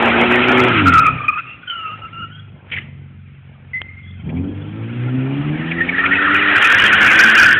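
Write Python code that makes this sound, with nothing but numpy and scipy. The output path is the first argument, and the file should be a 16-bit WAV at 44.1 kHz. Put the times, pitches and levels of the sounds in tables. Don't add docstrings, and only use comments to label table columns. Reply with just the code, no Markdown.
import sys
import numpy as np
from scipy import signal
from scipy.fft import rfft, irfft, next_fast_len
from scipy.io import wavfile

SR = 44100
rng = np.random.default_rng(int(sys.argv[2]) if len(sys.argv) > 2 else 0)


def output_pcm(signal):
    pcm = np.clip(np.atleast_2d(signal).T, -1, 1) * 32767
    wavfile.write(sys.argv[1], SR, np.round(pcm).astype(np.int16))


N = 334719
TIME = np.arange(N) / SR

# t/s, f/Hz
ENGINE_SPEED = [(0.1, 58.14), (0.5, 62.55), (0.66, 62.25), (0.9, 43.5), (1.12, 31.75), (1.45, 30.37),
                (1.65, 26.66), (2.3, 25.68), (2.7, 23.17), (4.21, 22.7), (4.25, 36.64), (4.45, 47.5),
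                (4.66, 50.47), (4.9, 58.9), (5.27, 66.6), (5.66, 81.67), (6.25, 97.44), (6.92, 104.4),
                (7.35, 111.8), (7.59, 108.7)]
# t/s, level/dB
EXHAUST_LEVEL = [(0, -23), (0.6, -17.5), (0.9, -18), (1.02, -36), (1.16, -24.5), (1.25, -53.5),
                 (1.65, -59.5), (1.95, -42), (2.55, -43.5), (2.85, -39), (3.5, -44), (4.22, -40.5),
                 (4.28, -28), (4.38, -24.5), (4.62, -29.5), (5.03, -27), (5.24, -22.5), (5.45, -23.5),
                 (5.76, -24), (5.9, -27), (6.48, -21), (6.6, -37), (7.28, -21.5), (7.59, -35)]
# multiple of engine speed, idle/dB, full revs/dB
STRONG_TONES = [(2, 0, -2.5), (3, -14.5, -7.5), (4, 0, -10), (6, -5, -14.5)]
# multiple of engine speed, level/dB against all the strong ones
WEAK_TONES = [(1, -8), (1.5, -29.5), (2.5, -31), (3.5, -17.5), (4.5, -22.5), (5, -8), (7, -19), (8, -13),
              (9, -13), (10, -12.5), (11, -26)]
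# f/Hz, gain/dB
PIPE_GAIN = [(45, -28.5), (70, -5), (90, 1), (104, 1.5), (130, 3.5), (165, 1.5), (195, -10), (225, 0),
             (258, 6.5), (300, 3), (335, -2), (370, -1.5), (440, -10), (650, -12.5)]
SILENCER_GAIN = [(20, -50), (60, -24.5), (85, -4.5), (150, 4.5), (215, -1), (300, -3.5), (420, -12),
                 (500, -8), (600, -19), (900, -15)]
# t/s, length/s, first f/Hz, middle f/Hz, last f/Hz, middle level/dB, swell/dB,
# upper note as a multiple of the pitch, upper note/dB, roughness as a share of the pitch, stutter/dB
HELD_NOTES = [(0, 0.84, 1290, 1301, 1350, -24, 12, 2, -9, 0.06, 1),
              (0.855, 0.28, 1320, 1315, 1275, -16.5, 0.5, 1.93, -9, 0.024, 5),
              (1.12, 0.3, 1280, 1216, 1343, -28, 1, 1.97, -2, 0.028, 5),
              (1.669, 0.3, 1458, 1300, 1279, -28, -3, 2.16, -4.5, 0.019, 3),
              (2.012, 0.075, 1302, 1330, 1345, -32, 4, 2.13, -6.5, 0.019, 3.5),
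              (2.123, 0.14, 1335, 1339, 1362, -30, 8, 2.12, -6, 0.015, 1.5),
              (2.298, 0.125, 1400, 1514, 1580, -46, 8, 2.11, 4, 0.016, 4.5),
              (3.77, 0.41, 2064, 2113, 2074, -43.5, -18.5, 2, -35, 0.013, 4),
              (4.023, 1.04, 3310, 3300, 3400, -52, -2, 2, -45, 0.028, 5.5),
              (5.54, 0.51, 1803, 1841, 1826, -29, 17.5, 2, -21.5, 0.0429, 4.5),
              (6.16, 1.45, 1861, 1790, 1697, -16, 6, 2, -18.5, 0.048, 0.5),
              (5.98, 1.09, 1389, 1400, 1510, -19.5, 7, 2, -19.5, 0.057, 4.5),
              (7.12, 0.48, 1532, 1517, 1493, -11, -1, 2, -22, 0.035, 3)]
# t/s, length/s, f/Hz, level/dB, pitch scatter/Hz
CHIRPS = [(0.748, 0.053, 2406, -20.5, 253), (0.859, 0.05, 1364, -7.5, 35), (0.921, 0.1, 1325, -8.5, 48),
          (1.024, 0.014, 1280, -13, 37.6), (1.056, 0.037, 1253, -11.5, 36), (1.058, 0.035, 2495, -17, 53),
          (1.237, 0.018, 1198, -23.5, 17), (1.283, 0.013, 2454, -10.5, 26), (1.287, 0.021, 1239, -15.5, 25),
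          (1.378, 0.027, 1380, -22.5, 66), (1.469, 0.092, 2710, -35.5, 71),
          (1.632, 0.0086, 1467, -37.5, 9.1), (1.698, 0.023, 3033, -20.5, 48),
          (2.703, 0.016, 2580, -41.5, 255), (2.717, 0.025, 3056, -26.5, 115),
          (2.72, 0.05, 2240, -24.5, 138), (2.77, 0.023, 2052, -23, 145), (3.735, 0.063, 2045, -21.5, 26),
          (4.206, 0.015, 2332, -49, 100), (4.292, 0.014, 2350, -37.5, 150), (4.366, 0.03, 2400, -40.5, 130),
          (5.713, 0.014, 2359, -20.5, 140), (5.784, 0.015, 1924, -21, 56), (5.807, 0.023, 1830, -13, 33.6),
          (5.889, 0.012, 2251, -14.5, 82), (5.959, 0.021, 1870, -21, 71), (5.982, 0.029, 1781, -12, 84),
          (6.039, 0.0069, 1830, -13.5, 46.5), (6.055, 0.017, 2290, -14, 140),
          (6.112, 0.031, 1830, -11.5, 65), (6.149, 0.025, 2590, -16.5, 124),
          (6.251, 0.017, 1569, -14.5, 98), (7.189, 0.025, 1512, -8, 58), (7.348, 0.029, 1601, -10, 74)]
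# t/s, level/dB
RUMBLE_LEVEL = [(0, -18), (0.45, -20), (0.8, -20), (1.05, -22.5), (1.17, -39.5), (1.56, -42.5), (1.85, -39),
                (2.62, -43.5), (2.78, -33), (3.1, -42), (4.22, -39), (4.26, -23.5), (4.42, -24.5),
                (4.75, -37), (5.3, -35.5), (5.5, -24), (6.3, -27), (7.59, -20.5)]
ROAR_LEVEL = [(0.0, -19.5), (0.7, -23), (0.78, -32), (0.95, -32), (1.58, -60.5), (1.94, -50.5),
              (2.37, -62.5), (2.75, -52), (3.28, -70.5), (3.63, -56), (4.14, -66), (4.29, -43),
              (4.52, -48.5), (6.85, -28.5), (7.44, -29.5), (7.59, -40)]
SCRUB_LEVEL = [(0, -18), (0.77, -19), (1.15, -35), (1.55, -49), (1.85, -43.5), (2.62, -60.5), (2.78, -37.5),
               (2.9, -60), (3.7, -56), (4.2, -55.5), (4.7, -47), (5, -40.5), (5.6, -36), (6.2, -25),
               (6.62, -15.5), (7.42, -16), (7.59, -25)]
# f/Hz, level/dB
RUMBLE_COLOUR = [(25, -29), (50, -12), (85, -0.5), (140, -3.5), (220, -6.5), (300, -14.5), (420, -21),
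                 (520, -27), (900, -49)]
BLARE_COLOUR = [(120, -18.5), (200, -9.5), (270, -3), (380, -10.5), (500, -12.5), (800, -30.5)]
ROAR_COLOUR = [(200, -3.5), (400, 2), (600, 1), (850, 1.5), (1100, -4), (1500, -18.5), (2200, -12)]
SCRUB_COLOUR = [(700, -26.5), (1100, -3.5), (1330, -0.5), (1700, -2), (2050, -2.5), (2400, 1.5), (2900, -4),
                (3350, -4.5), (4200, -5.5)]
GRIT_COLOUR = [(150, -18.5), (400, -7.5), (1000, -19), (1500, -8), (1900, 6), (2400, 5), (2900, -0.5),
               (3400, -0.5), (4200, -9.5)]
HISS_COLOUR = [(1200, -20), (2300, 4.5), (3000, -1.5), (3400, 4), (4200, 6.5)]
# f/Hz, level/dB, decay/s
TICK_NOTES = [(1100, -22, 0.00041), (1920, -3, 0.00091), (2700, 3.5, 0.00054), (3180, 2.5, 0.0015)]

IDLE_HZ, FULL_REVS_HZ = 23, 110
PASS_S, PASS_LENGTH_S, PASS_DB_PER_OCTAVE, PASS_PIVOT_HZ = 0.33, 0.41, 15.5, 228
NOTE_ATTACK_S, NOTE_RELEASE_S = 0.01, 0.026
BEND_HZ, RASP_HZ, STUTTER_HZ = 55.44, 448, 89.9
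HALL_BASS_S, HALL_TREBLE_S = 1.19, 0.83


def exhaust_boom(crank_hz, crank_angle):
    exhaust_db = curve(EXHAUST_LEVEL)
    revs = (crank_hz - IDLE_HZ) / (FULL_REVS_HZ - IDLE_HZ)
    nearness = 1 / (1 + ((TIME - PASS_S) / PASS_LENGTH_S) ** 6)
    tones = []
    for multiple, idle_db, full_db in STRONG_TONES:
        hz = multiple * crank_hz
        revs_db = idle_db + revs * (full_db - idle_db)
        pipe_db = np.interp(hz, *np.transpose(PIPE_GAIN))
        bright_db = nearness * PASS_DB_PER_OCTAVE * np.log2(hz / PASS_PIVOT_HZ)
        tones.append((multiple, exhaust_db + revs_db + pipe_db + bright_db + 2.1 * wobble(9.5)))
    strong_db = 10 * np.log10(sum(undb(db) ** 2 for _, db in tones))
    weak_db = strong_db - 4.5 - revs
    for multiple, db in WEAK_TONES:
        silencer_db = np.interp(multiple * crank_hz, *np.transpose(SILENCER_GAIN))
        tones.append((multiple, weak_db + db + silencer_db + 3 * wobble(17)))
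    boom = np.zeros(N)
    for multiple, db in tones:
        uneven_db = 1.9 * wobble(60)
        boom += undb(db + uneven_db) * np.sin(multiple * crank_angle + rng.uniform(0, 2 * np.pi))
    return np.sqrt(2) * undb(-0.5) * boom


def squeals_and_ringing():
    out = np.zeros(N + 2 * SR)
    for t, length, first_hz, mid_hz, last_hz, db, swell_db, ratio, upper_db, rough, dip_db in HELD_NOTES:
        start, size = int(t * SR), int(length * SR)
        age = TIME[:size]
        progress = age / length
        arc_hz = np.polyval(np.polyfit([0, .5, 1], [first_hz, mid_hz, last_hz], 2), progress)
        fade = np.clip(np.minimum(age / NOTE_ATTACK_S, (length - age) / NOTE_RELEASE_S), 0, 1)
        swell = fade * undb(swell_db * (progress - .5))
        for hz, note_db in (arc_hz, db), (ratio * arc_hz, db + upper_db):
            bend, rasp, shake = (wobble(rate, 2 * SR)[:size] for rate in (BEND_HZ, RASP_HZ, STUTTER_HZ))
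            note = note_with_octave(hz * (1 + rough * (0.7 * bend + rasp)), overtone_db=-22)
            stutter = unit(undb(dip_db * shake))
            out[start:start + size] += undb(note_db) * swell * stutter * note
    return out[:N]


def tyre_chirps():
    out = np.zeros(N + SR)
    grit = colour(rng.standard_normal(N) * undb(4 * wobble(600)), GRIT_COLOUR)
    for t, length, hz, db, scatter_hz in CHIRPS + slide_grabs():
        start, size = int((t - .002) * SR), int((length + 0.0066) * SR)
        bend, shake = (wobble(rate, SR // 4)[:size] for rate in (400, 220))
        grit_share = np.clip((scatter_hz / 185) ** 3, 0, .8)
        note = note_with_octave(hz + 1.05 * scatter_hz * bend, overtone_db=-39)
        grab = np.sqrt(1 - grit_share) * note + np.sqrt(grit_share) * grit[start:start + size]
        swell = np.sin(np.pi * (np.arange(size) / size) ** 0.55) ** 0.58
        flutter = undb(-2 * np.sqrt(grit_share) * shake)
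        out[start:start + size] += undb(db - 1) * unit(swell * flutter * grab)
    return out[:N]


def slide_grabs(count=14, from_s=6.5, to_s=7.55, length_s=0.029, scatter_hz=88, high_share=0.35):
    rows = []
    for i, (when, kind, detune) in enumerate(rng.random((count, 3))):
        t = from_s + (to_s - from_s) * (i + when) / count
        hz, db = (2405, -12.5) if kind < high_share else (1543, -11.5)
        rows.append((t, length_s, hz * (1 + 0.103 * (detune - .5)), db, scatter_hz))
    return rows


def gas_rumble(throb, crank_hz):
    puffs = rng.standard_normal(N) * (1 + 0.67 * throb)
    flow = np.clip(crank_hz / 48, 0, 1) ** 2
    rumble = colour(puffs, RUMBLE_COLOUR) * undb(-6 - 6.4 * flow)
    blare = colour(puffs, BLARE_COLOUR) * flow * undb(-13)
    return (rumble + blare) * undb(curve(RUMBLE_LEVEL) + 3.1 * wobble(14))


def road_roar(throb):
    roar = colour(rng.standard_normal(N) * (1 + 0.34 * throb), ROAR_COLOUR)
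    return roar * undb(curve(ROAR_LEVEL) + 1.36 + 1.9 * wobble(25))


def tread_scrub():
    slips = rng.standard_normal(N) * undb(1.7 * wobble(160))
    patches = np.zeros(N)
    for hz in np.geomspace(1350, 3200, num=7):
        strength = undb(5 * wobble(45))
        shaky_hz = hz * (1 + .06 * wobble(60) + .03 * wobble(500))
        patches += strength * np.sin(2 * np.pi * np.cumsum(shaky_hz) / SR)
    scrub = colour(unit(slips) + undb(-8.5) * unit(patches), SCRUB_COLOUR)
    return scrub * undb(curve(SCRUB_LEVEL) + 3)


def tick(at_s=3.8165, gain_db=-17):
    age = np.maximum(TIME - at_s, 0)
    return sum(undb(gain_db + db) * np.exp(-age / decay) * np.sin(2 * np.pi * hz * age)
               for hz, db, decay in TICK_NOTES)


def hall_echoes(sound, split_hz=700, build_s=0.018):
    age = TIME[:2 * SR]
    noise = rng.standard_normal(len(age))
    bass = signal.sosfilt(signal.butter(2, split_hz, fs=SR, output="sos"), noise)
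    tail = bass * undb(-60 * age / HALL_BASS_S) + (noise - bass) * undb(-60 * age / HALL_TREBLE_S)
    tail *= np.minimum(age / build_s, 1)
    return signal.fftconvolve(sound, tail / np.sqrt(np.sum(tail ** 2)))[:N]


def hiss():
    return undb(-68) * colour(rng.standard_normal(N), HISS_COLOUR)


def note_with_octave(hz, overtone_db):
    phase = 2 * np.pi * np.cumsum(hz) / SR
    return np.sqrt(2) * (np.sin(phase) + undb(overtone_db) * np.sin(2 * phase))


def undb(db):
    return 10 ** (np.asarray(db) / 20)


def unit(x):
    return x / np.sqrt(np.mean(x ** 2) + 1e-18)


def curve(table):
    return np.interp(TIME, *np.transpose(table))


def wobble(rate, size=N):
    position = np.arange(size) * rate / SR
    values = rng.standard_normal(size // 20 + 3)
    step = position.astype(int)
    blend = np.sin(np.pi / 2 * (position % 1)) ** 2
    return (values[step] * (1 - blend) + values[step + 1] * blend) / np.sqrt(3 / 4)


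def colour(sound, points):
    hz, db = np.transpose(points)
    size = next_fast_len(N)
    all_hz = np.arange(size // 2 + 1) * SR / size + 1
    gain = undb(np.interp(np.log(all_hz), np.log(hz), db, left=-70, right=-70))
    return unit(irfft(rfft(sound, size) * gain, size)[:N])


def scene():
    crank_hz = curve(ENGINE_SPEED)
    crank_angle = 2 * np.pi * np.cumsum(crank_hz * (1 + 0.005 * wobble(70))) / SR
    throb = np.cos(2 * crank_angle)
    boom = exhaust_boom(crank_hz, crank_angle)
    held_notes = squeals_and_ringing()
    chirps = tyre_chirps()
    echoes = hall_echoes(undb(-11) * boom + undb(-11.5) * held_notes + undb(-17.5) * chirps)
    noises = gas_rumble(throb, crank_hz) + road_roar(throb) + tread_scrub() + hiss()
    return (boom + held_notes + chirps + noises + tick() + echoes)[None]


def record(dry):
    narrow = signal.sosfilt(signal.butter(10, 3247, fs=SR, output="sos"), dry)
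    narrow = signal.sosfilt(signal.ellip(8, .2, 80, 4200, fs=SR, output="sos"), narrow)
    clipped = np.clip(narrow, -0.74, 0.74)
    return signal.sosfilt(signal.ellip(8, .2, 70, 15900, fs=SR, output="sos"), clipped)


dry = scene()
out = record(dry)
output_pcm(out)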